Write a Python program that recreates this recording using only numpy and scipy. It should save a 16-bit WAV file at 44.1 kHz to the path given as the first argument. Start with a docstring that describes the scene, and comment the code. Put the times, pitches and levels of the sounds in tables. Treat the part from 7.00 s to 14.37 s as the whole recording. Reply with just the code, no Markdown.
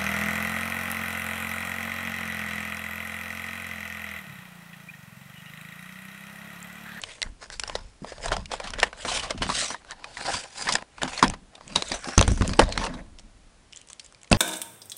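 """Card slides on card amid small snaps from the start, with the hardest cracks late, as hands pull a
plastic tray out of a torn paperboard box on a table, close to a small microphone.
Rubbing is dense random clicks through the resonances of the box walls; creases and film snap as short
bursts of noise that ring the wall beside them; things set down thump as sums of decaying table modes.
Low noise from the rocking table and a quiet room lie beneath, and the loudest blows overload the recorder."""
import sys
import numpy as np
from scipy import signal
from scipy.fft import rfft, irfft, next_fast_len
from scipy.io import wavfile
from scipy.ndimage import uniform_filter1d

SR = 44100
rng = np.random.default_rng(int(sys.argv[2]) if len(sys.argv) > 2 else 0)


def output_pcm(signal):
    """Save a mono or channel-first signal as 16-bit PCM at the path in sys.argv[1].

    Samples are clipped to [-1, 1] before scaling.
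    """
    pcm = np.clip(np.atleast_2d(signal).T, -1, 1) * 32767
    wavfile.write(sys.argv[1], SR, np.round(pcm).astype(np.int16))


N = 325017
COARSE_S = np.arange(0, N / SR + .01, .002)  # time grid of the slow level curves

# strokes of card on card: (peak time [s], rise [s], fall [s], fine hiss level [dB], box wall level [dB],
# loudest wall frequency [Hz], ring of the gap between tray and box [Hz])
STROKES = [(.11, 0.22, 0.15, -47.5, -47, 614, 2064), (0.426, 0.028, 0.067, -45, -47.5, 637, 5000),
           (0.534, 0.032, .05, -41, -49.5, 730, 4950), (.7, 0.09, 0.25, -49, -46.5, 680, 5240),
           (1.079, 0.075, 0.23, -49, -48.5, 652, 4870), (1.242, .04, 0.09, -38.5, -37, 642, 4945),
           (1.328, .025, 0.055, -43.5, -34, 650, 2710), (1.4, 0.12, 0.079, -51.5, -45.5, 650, 4900),
           (1.535, .04, .06, -38, -34, 639, 2630), (1.658, 0.12, 0.13, -46, -36, 1027, 2970),
           (1.79, .03, .12, -44.5, -32, 700, 2840), (2.0, 0.061, 0.058, -46.5, -45, 617, 3100),
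           (2.162, 0.17, 0.091, -29, -33, 652, 3084), (2.25, 0.089, 0.11, -41.5, -34.5, 1770, 2865),
           (2.308, .02, 0.022, -36.5, -31, 566, 3935), (2.419, .015, 0.032, -40.5, -31, 650, 2930),
           (2.594, .15, 0.15, -27, -34.5, 1907, 3830), (2.718, .1, 0.028, -36, -36, 861, 5790),
           (2.903, .045, 0.018, -48, -40, 1550, 3790), (3.101, 0.39, .1, -60, -48.5, 950, 4375),
           (3.332, 0.23, 0.16, -32.5, -33.5, 990, 4750), (3.621, 0.14, .1, -36.5, -40, 987, 4910),
           (3.73, 0.15, .075, -36.5, -32.5, 972, 4820), (4.026, 0.019, 0.08, -40, -34.5, 854, 3000),
           (4.169, .2, 0.15, -39, -39, 1009, 2630), (4.569, 0.095, .1, -70, -53, 1075, 3598),
           (4.743, 0.16, .1, -49, -43.5, 652, 4714), (4.91, 0.24, .13, -40.5, -42.5, 621, 3790),
           (5.088, .13, 0.17, -39.5, -38.5, 1080, 5450), (5.32, .3, .2, -42.5, -45.5, 415, 5880),
           (5.5, .2, .25, -43.5, -46, 418, 4810), (5.7, 0.072, .15, -46, -36, 672, 3986),
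           (5.831, 0.12, .07, -40, -30.5, 690, 5770), (5.94, 0.26, .12, -61, -37, 597, 3920),
           (6.775, .08, 0.083, -53, -75, 511, 2896), (6.914, 0.042, 0.055, -58, -76, 1200, 3430),
           (7.02, 0.04, 0.22, -58.5, -74, 600, 4680), (7.35, 0.01, 0.24, -47.5, -33, 560, 4720)]
# creases and film letting go: (time [s], crack level [dB], wall level [dB], wall frequency [Hz],
# crack frequency [Hz], time to fall 9 dB [ms], where anything below 0.3 counts as 0.3)
SNAPS = [(0.0166, -25.5, -48.5, 580, 7670, -2.3), (.036, -21, -33.5, 1060, 2990, 2.4),
         (0.218, -15.5, -25, 1940, 2890, -1.5), (0.2278, -15, -28.5, 1940, 2080, 1),
         (0.501, -30, -28, 1510, 2000, -8), (.5959, -19, -32, 970, 5330, 2.7),
         (0.636, -18, -22.5, 1480, 2840, -0.8), (0.676, -29, -33, 680, 5500, 3.5),
         (.6965, -29.5, -25.5, 860, 3640, 2), (0.7522, -22, -19, 530, 2000, 5),
         (1.0453, -49, -24.5, 660, 2440, 1.6), (1.1194, -42.5, -29.5, 550, 2210, 8.5),
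         (1.1802, -40.5, -37, 580, 3030, 4), (1.258, -24, -20, 650, 8470, 2),
         (1.281, -26, -29, 870, 4020, 4.5), (1.317, -33, -14, 570, 3830, 5.3),
         (1.3242, -24.5, -19.5, 660, 3150, 11.5), (1.3658, -24.5, -21.5, 670, 5000, 2.5),
         (1.4568, -31.5, -48, 1990, 2840, 2), (1.5155, -26, -22.5, 710, 2580, 6),
         (1.537, -41, -21, 780, 2600, 3.5), (1.5994, -32, -23.5, 680, 2420, 4),
         (1.639, -31.5, -31.5, 643, 4070, 9), (1.6715, -30.5, -32.5, 1150, 3010, 9),
         (1.7048, -24.5, -32, 1030, 5370, -4.5), (1.7352, -28.5, -26, 1490, 3010, 4.5),
         (1.7918, -27.5, -27, 620, 3340, 1), (1.8005, -14, -29, 1930, 4310, 0.7),
         (1.818, -35, -30, 1310, 2950, 10), (1.8292, -12.5, -7.5, 1800, 2980, 5),
         (1.9289, -46.5, -28.5, 1500, 4230, 3), (2.0483, -29, -21.5, 590, 2400, 10),
         (2.08, -25, -26.5, 1030, 3990, 19.5), (2.115, -25.5, -25, 670, 3040, 11),
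         (2.1947, -23, -57, 610, 3030, 7.5), (2.2304, -28, -31.5, 1130, 2010, 16),
         (2.306, -18.5, -21, 570, 2100, 3), (2.375, -35.5, -36.5, 700, 2870, 11),
         (2.4182, -22, -22.5, 1590, 3030, 18.5), (2.431, -20, -20.5, 650, 2000, -3.5),
         (2.4653, -31, -28.5, 640, 2760, 2.5), (2.4907, -27, -19.5, 750, 2580, 3.5),
         (2.498, -25.5, -17.5, 1030, 3930, 6.8), (2.704, -28, -26.5, 1020, 6000, 0.5),
         (2.7438, -40, -25, 970, 2000, 4.5), (2.848, -48, -38.5, 1500, 5900, 0.5),
         (2.909, -27.5, -31.5, 1490, 4630, 1), (2.916, -33.5, -32.5, 1780, 3810, 6.5),
         (3.0424, -29, -29, 970, 2490, 2.3), (3.1697, -38.5, -26.5, 1930, 2000, 2.7),
         (3.255, -34, -31, 1010, 2060, 12), (3.3382, -27, -25, 940, 2280, 13),
         (3.668, -39, -20, 1690, 1980, 16), (3.687, -16.5, -18, 1010, 2180, 9),
         (3.7226, -14, -36.5, 1870, 5100, 6), (3.738, -17, -39, 1850, 6980, 1),
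         (3.7529, -10, -12.5, 1720, 4830, 1.5), (3.98, -36.5, -32.5, 920, 2720, 4.5),
         (4.016, -30, -20.5, 1530, 3050, 14), (4.0327, -12, -16.5, 830, 3740, -2.9),
         (4.076, -29.5, -26.5, 980, 2210, 11.5), (4.132, -32, -32, 950, 2620, 3.6),
         (4.175, -25, -31.5, 1150, 4250, 7), (4.1922, -25.5, -27.5, 2000, 2010, 3.5),
         (4.2263, -11.5, -3.5, 1030, 4970, 3), (4.232, -22, -12, 1030, 3880, 8.5),
         (4.2416, -21.5, -18.5, 1000, 3360, 5.5), (4.28, -19.5, -29, 860, 5300, -8.5),
         (4.2994, -20, -25, 840, 6210, -6.5), (4.3363, -37, -30.5, 980, 2000, 5),
         (4.5518, -37, -44.5, 900, 3590, 3.5), (4.6094, -43.5, -34.5, 1020, 2090, 1),
         (4.6785, -29.5, -50.5, 820, 6990, 0.6), (4.752, -21.5, -25, 583, 3800, 31),
         (4.7589, -8.5, -17.5, 970, 3870, 2.5), (4.8222, -17, -21.5, 470, 4070, 2.5),
         (4.884, -30.5, -43, 1060, 6690, 5), (4.9168, -20.5, -20.5, 1810, 4810, 5),
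         (4.939, -27.5, -26, 730, 6070, 15.5), (4.991, -32.5, -38.5, 690, 8060, -2),
         (5.0432, -26, -32.5, 1080, 2720, 2.2), (5.084, -30, -29, 390, 5310, 11.5),
         (5.1784, -3, -5, 1170, 6260, 2.5), (5.1924, -6, -16, 390, 2710, -12.5),
         (5.2117, -9, -8, 610, 6290, 0.5), (5.226, -10.5, -17, 470, 3290, 0.2),
         (5.278, -19, -16.5, 390, 8480, 2.5), (5.3174, -25, -25, 610, 7500, 1.5),
         (5.373, -37, -33, 400, 8820, 10), (5.4092, -31, -24, 1090, 2870, 4),
         (5.4199, -28.5, -16, 390, 5180, 3), (5.4458, -34, -36, 650, 2690, 3.1),
         (5.4774, -18, -40.5, 390, 9160, -1.8), (5.4932, -25, -26, 1130, 3240, 0),
         (5.5337, -26, -26.5, 1120, 2470, 3), (5.5924, -7, 0, 520, 3070, 5),
         (5.634, -28, -30.5, 670, 3750, 6.5), (5.691, -29, -35, 620, 4870, -16),
         (5.7228, -20.5, -35, 1110, 4210, 3), (5.776, -14, -17.5, 1160, 2150, 2.66),
         (5.838, -26.5, -29, 1140, 2850, 6), (5.8519, -22.5, -23.5, 720, 5820, -1.5),
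         (5.8635, -27, -24.5, 940, 2700, 7), (5.938, -40, -35, 400, 3870, 8.5),
         (6.1863, -35.5, -54, 730, 3490, 1.3), (6.194, -40, -50, 550, 5600, 4),
         (6.7253, -39, -56, 1660, 3090, 1.5), (6.7321, -31.5, -56, 1960, 2960, -1.5),
         (6.749, -45, -57, 1900, 3090, -1), (6.7611, -30.5, -55, 1110, 7800, -0.3),
         (6.7724, -30.5, -67, 760, 7380, -1.5), (6.8147, -34.5, -66, 450, 7470, 0.7),
         (6.873, -45, -64, 1900, 8800, 2), (6.887, -35, -67, 510, 5160, -2.5),
         (6.8993, -35, -48, 970, 6100, 5), (6.9163, -50.5, -67, 1100, 8040, 12),
         (6.9312, -27.5, -63, 1240, 8150, -0.5), (6.9956, -29, -58.5, 1910, 4500, 3.6),
         (7.044, -42, -64, 560, 7020, 7), (7.061, -39.5, -59, 390, 7460, 2.5),
         (7.1242, -43.5, -46, 1190, 5350, -0.5), (7.147, -37, -52, 1390, 2400, 0),
         (7.215, -47.5, -62, 896, 7900, 2), (7.2321, -35, -50, 1480, 8240, -1),
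         (7.244, -43.5, -50, 1940, 2230, 2), (7.275, -47, -57, 1960, 2500, 1.5),
         (7.301, -41, -60, 1900, 8300, 1), (7.3146, -19, -13.5, 634, 2400, 0.5),
         (7.3169, -16.5, -10, 390, 8420, 5), (7.328, -1.5, -7, 580, 2660, -0.5)]
# modes of the table top: (frequency [Hz], level [dB], time to decay 60 dB [s])
TABLE_MODES = [(45, -8.5, 0.11), (63, -5, 0.16), (94.4, -1, 0.089), (162.4, -2.5, .09), (196, 2.5, 0.087),
               (252.2, 2, 0.092), (328, 1, .06)]


def slide():
    """Stick-slip friction: card rubs on card, and related slips excite the resonances of the box walls."""
    # wall resonances of the box: (frequency [Hz], bandwidth [Hz], level [dB])
    box_modes = [(260, 230, -16.5), (364, 160, -2.5), (556, 422, 1.5), (694, 309, 4.5), (825, 60, -0.5),
                 (1076, 180, -0.5), (1300, 750, -6.5), (1780, 330, -0.5), (2310, 840, -13.5)]
    # spectrum of the fine rubbing hiss: (frequency [Hz], spectral level [dB])
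    hiss_spectrum = [(880, -26), (1500, -5.5), (2430, -5), (3220, -5), (3790, -4.5), (5390, -6),
                     (6710, -5.5), (8360, -5.5), (10500, -15), (13600, -43.5), (22000, -120)]

    peak_s, rise_s, fall_s, hiss_db, wall_db = movements()
    *_, wall_hz, gap_hz = np.transpose(STROKES)
    shape_db = swells(peak_s, rise_s, fall_s)
    # at each moment the loudest stroke sets the two moving resonances
    stroke_db = (shape_db + np.maximum(hiss_db, wall_db)[:, None])[:len(STROKES)]
    loudest = stroke_db.argmax(0)
    grip = loudest[np.searchsorted(COARSE_S, np.arange(N) / SR)]
    hiss_db = summed(shape_db + hiss_db[:, None])
    wall_db = summed(shape_db + wall_db[:, None])

    slips = fibres(per_s=9000, spread_db=1.0, clump_db=2.0, clump_s=0.0058)
    catches = fibres(per_s=1800, spread_db=3.5, clump_db=3.5, clump_s=0.02)
    catches = catches + 0.52 * slips

    gap_ring = evened(wander(slips, gap_hz[grip], 400))
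    hiss = coloured(slips, hiss_spectrum) + .4 * gap_ring
    # where the walls drown the hiss the rub is heavy and soft, and loses its top
    soft = np.clip((wall_db - hiss_db) / 14, 0, .75)
    hiss = hiss - soft * band(hiss, 4500, 13000)

    # neighbouring modes have opposite signs
    walls = sum((-1) ** k * gain_of(db) * resonate(catches, hz, width)
                for k, (hz, width, db) in enumerate(box_modes))
    wall_ring = evened(wander(catches, wall_hz[grip], 180))
    walls = evened(walls) + .75 * wall_ring
    walls = walls - 0.62 * soft * band(walls, 930, 5000)
    return (gain_of(hiss_db) * flexing(hiss, patchy_db=3.0)
            + gain_of(wall_db) * flexing(walls, patchy_db=3.0))


def movements():
    """Superposition of work and relaxation: the strokes, and the settling after each snap, as like rows."""
    s, crack_db, wall_db, *_ = np.transpose(SNAPS)
    each = np.ones(len(s))
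    # after each snap the card settles with a short rustle, far below the crack itself
    delay_s, rise_s, fall_s = 0.0034, .012, 0.075
    hiss_drop_db, wall_drop_db = -32, -19.5
    settling = [s + delay_s, rise_s * each, fall_s * each, crack_db + hiss_drop_db, wall_db + wall_drop_db]
    return np.hstack([np.transpose(STROKES)[:len(settling)], settling])


def fibres(per_s, spread_db, clump_db, clump_s):
    """Stick-slip as a random pulse train: fibres catch and slip in dense, uneven clicks that clump."""
    spread = spread_db * np.minimum(rng.exponential(1, N), 5)
    size = gain_of(spread + clump_db * drift(clump_s))
    strikes = rng.random(N) < per_s / SR
    return evened(size * rng.standard_normal(N) * strikes)


def flexing(x, patchy_db):
    """Time-varying filtering: card bends as it slides, so bands of colour come and go."""
    z = signal.stft(x, nperseg=256)[2]
    # random levels smoothed over 3 frequency bins and 16 frames
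    patches = uniform_filter1d(rng.standard_normal(z.shape), size=3, axis=0)
    patches = uniform_filter1d(patches, size=16, axis=1)
    z = z * gain_of(patchy_db * evened(patches))
    return evened(signal.istft(z, nperseg=256)[1][:N])


def snap():
    """Impulsive release of strain: short cracks of noise, each ringing the patch of wall beside it."""
    s, crack_db, wall_db, wall_hz, crack_hz, fall_ms = np.transpose(SNAPS)[:, :, None]
    sharp, dull, echo = rng.standard_normal((3, len(s), 3072))
    t = np.arange(echo.shape[1]) / SR
    fall_s = np.maximum(fall_ms, .3) / 1000
    rise_s = .0005 + .15 * fall_s  # a fixed time plus a share of the fall
    shape = np.minimum(t / rise_s, 1) * gain_of(-9 * np.maximum(t - rise_s, 0) / fall_s)
    sharp, dull = sharp * shape, dull * shape

    # treble over middle: -9 dB for a 4 kHz crack, 15 dB more per octave above
    treble_db = -9 + 15 * np.clip(np.log2(crack_hz / 4000), -.5, 1)
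    crack = band(sharp, 2300, 5900) + gain_of(treble_db) * band(sharp, 5300, 8600)
    crack += 3.4 * np.array([resonate(x, hz, 0.05 * hz) for x, hz in zip(sharp, crack_hz[:, 0])])
    wall = .26 * band(dull, 470, 1500)
    wall += np.array([resonate(x, hz, 200) for x, hz in zip(dull, wall_hz[:, 0])])

    # small echoes off table and wall fill the next few hundredths of a second
    tail = echo * (1 - np.exp(-t / 0.009)) * gain_of(-28 - 60 * t / 0.032)
    crack = crack / abs(crack).max(1)[:, None] + band(tail, 1500, 6500)
    wall = wall / abs(wall).max(1)[:, None] + 1.8 * band(tail, 300, 1600)
    sounds = gain_of(crack_db + 3.5) * crack + gain_of(wall_db + 3.0) * wall
    mix = np.zeros(N)
    for at, sound in zip(s[:, 0], sounds):
        add(mix, at, sound)
    return mix


def thumps():
    """Linear superposition: each landing excites the table top anew, with small chance in its modes."""
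    # things landing on the table: (time [s], level [dB], frequency that the spot favours [Hz])
    landings = [(1.02, -28, 182), (1.25, -44, 51.1), (1.821, -36.5, 398), (2.05, -31.5, 376),
                (2.347, -27.5, 205), (2.412, -23.5, 250), (2.459, -26, 170), (2.491, -26, 212),
                (3.339, -28, 103), (4.032, -23, 255), (4.059, -28.5, 255), (4.227, -9.5, 272),
                (4.268, -21, 148), (4.293, -23.5, 91.5), (4.764, -24, 153), (4.913, -27, 300),
                (5.073, -27, 306), (5.177, -2.5, 80.7), (5.198, -10.5, 69.4), (5.279, -8.5, 73.5),
                (5.314, -9.5, 76.5), (5.41, -7, 90), (5.482, -17.5, 151), (5.513, -16.5, 80),
                (5.59, -10, 342), (5.628, -11.5, 51.1), (5.699, -26.5, 56.5), (5.775, -21.5, 141),
                (5.799, -25, 184), (7.3141, -7.5, 194), (7.323, -10.5, 70)]
    mix = np.zeros(N)
    for s, db, spot_hz in landings:
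        add(mix, s, thump(db, spot_hz, rng.standard_normal(len(TABLE_MODES))))
    return mix


def thump(db, spot_hz, chance):
    """Modal synthesis: a soft push rings the table top; each spot favours the modes near one pitch."""
    t = np.arange(round(.3 * SR)) / SR
    ring = np.zeros(len(t))
    for (hz, level_db, t60), c in zip(TABLE_MODES, chance):
        off_pitch_db = 8.2 * abs(np.log2(hz / spot_hz))  # 8.2 dB per octave of distance
        mode_db = level_db + 0.83 * c - off_pitch_db - 60 * t / t60
        ring += gain_of(mode_db) * np.sin(2 * np.pi * hz * t)
    ring *= (1 - np.exp(-t / 0.0014)) ** 2  # soft onset
    return gain_of(db - 1.24) * ring / np.abs(ring).max()


def shake():
    """Structure-borne sound: lumpy low noise that reaches the microphone through the table."""
    # hands and box rock the table: (peak time [s], rise [s], fall [s], deep sway level [dB],
    # level of the drag on the table top [dB])
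    rocks = [(0, .1, 0.4, -50.5, -60), (.27, 0.073, 0.12, -37, -44), (.8, 0.53, 0.15, -42, -50),
             (1.397, 0.28, 0.11, -31, -54), (1.8, 0.67, 0.19, -40, -47), (2.085, 0.15, 0.14, -41, -50),
             (2.25, .2, 0.19, -39, -49.5), (2.38, 0.041, 0.25, -32.5, -46), (3.3, 1, .15, -56, -57.5),
             (3.72, 0.14, .1, -48.5, -41), (4.05, 0.096, 0.17, -39, -43), (4.3, .12, 0.21, -38.5, -41.5),
             (4.72, 0.097, 0.13, -44, -41), (4.94, 0.12, 0.18, -44.5, -49), (5.21, 0.018, 1, -27.5, -33.5),
             (5.64, .06, 0.1, -23, -36), (5.77, 0.038, 0.34, -35, -56), (5.92, .2, .15, -51, -34.5),
             (7.341, 0.0083, 0.34, -18.5, -26)]
    # spectrum of the low noise: (frequency [Hz], spectral level [dB])
    rumble_spectrum = [(12, -32), (22, -3), (45, -6), (70, -10.5), (120, -8), (200, -5), (330, -18),
                       (600, -100)]
    split_hz, still_db = 84, -71  # sway below the split, drag above; the table never rests completely

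    peak_s, rise_s, fall_s, sway_db, drag_db = np.transpose(rocks)
    shape_db = swells(peak_s, rise_s, fall_s)
    lumps = rng.standard_normal(N) * gain_of(2.5 * drift(.015))
    lumps = coloured(lumps, rumble_spectrum)
    drag = evened(band(lumps, split_hz, 500))
    sway = evened(signal.sosfilt(signal.butter(2, split_hz, fs=SR, output="sos"), lumps))
    sway_gain = gain_of(summed(sway_db[:, None] + shape_db)) + gain_of(still_db)
    drag_gain = gain_of(summed(drag_db[:, None] + shape_db))
    return sway_gain * sway + drag_gain * drag


def quiet_room():
    """Stationary noise: a steady random background with a fixed spectrum."""
    # spectrum of the room: (frequency [Hz], spectral level [dB])
    room_spectrum = [(15, -21), (25, -1.5), (58, 0.5), (126, -3), (184, -6), (589, -9), (739, -9),
                     (818, -10.5), (10500, -21.5), (13600, -55), (22000, -120)]
    return gain_of(-59.5) * coloured(rng.standard_normal(N), room_spectrum)


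def swells(peak_s, rise_s, fall_s):
    """Envelope of a movement in dB: a rounded rise to its peak and a rounded fall."""
    late = COARSE_S - peak_s[:, None]
    away = np.where(late < 0, -late / rise_s[:, None], late / fall_s[:, None])
    return -22.5 * away ** 1.325  # 22.5 dB down one rise before and one fall after the peak


def summed(db):
    """Incoherent addition: the powers of overlapping movements add; dB for every sample."""
    power = (gain_of(db) ** 2).sum(0)
    return np.interp(np.arange(N) / SR, COARSE_S, 10 * np.log10(power + 1e-9))


def resonate(x, hz, width):
    """Damped resonator: one complex pole with a peak gain of 1."""
    r = np.exp(-np.pi * width / SR)
    return 2 * signal.lfilter([1 - r], [1, -r * np.exp(2j * np.pi * hz / SR)], x).real


def wander(x, hz, width):
    """Heterodyne resonator that follows a pitch curve: shift down, smooth, shift back."""
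    turn = np.exp(2j * np.pi * np.cumsum(hz) / SR)
    r = np.exp(-np.pi * width / SR)
    return 2 * (turn * signal.lfilter([1 - r], [1, -r], x / turn)).real


def coloured(x, points):
    """Spectral shaping: multiplies the spectrum by a table of levels over log frequency; rms 1."""
    size = next_fast_len(len(x))
    table_hz, table_db = np.transpose(points)
    hz = np.fft.rfftfreq(size, 1 / SR)
    db = np.interp(np.log(hz + 1), np.log(table_hz + 1), table_db)
    return evened(irfft(rfft(x, size) * gain_of(db), size)[:len(x)])


def band(x, low_hz, high_hz):
    """Band-pass filtering: keeps the frequencies between two edges."""
    edges = [low_hz, min(high_hz, SR / 2 - 1)]
    return signal.sosfilt(signal.butter(2, edges, "bandpass", fs=SR, output="sos"), x)


def drift(seconds):
    """Low-passed chance: noise averaged twice over a time, rms 1."""
    size = max(round(seconds * SR), 2)
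    return evened(uniform_filter1d(uniform_filter1d(rng.standard_normal(N), size), size))


def gain_of(db):
    """Logarithmic level: decibels to amplitude gain."""
    return 10 ** (np.asarray(db) / 20)


def evened(x):
    """Normalisation of energy: scales to rms 1."""
    return x / np.sqrt(np.mean(x ** 2) + 1e-20)


def add(mix, s, sound):
    """Superposition: mixes a sound in at a time in seconds."""
    part = mix[max(round(s * SR), 0):][:len(sound)]
    part += sound[:len(part)]


def scene():
    """Superposition of sliding, snaps, thumps and table noise over the quiet room."""
    return (slide() + snap() + thumps() + shake() + quiet_room())[None]


def record(dry):
    """Overload and band limiting: the input stage clips and rolls off the top treble; then the band limit."""
    clipped = np.clip(dry, -.64, .64)
    treble_roll_off = signal.firwin(121, 10770, window=("kaiser", 5), fs=SR)
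    band_limit = signal.firwin(511, 11600, window=("kaiser", 9), fs=SR)
    dull = signal.oaconvolve(clipped, treble_roll_off[None], "same")
    return signal.oaconvolve(dull, band_limit[None], "same")


dry = scene()
out = record(dry)
output_pcm(out)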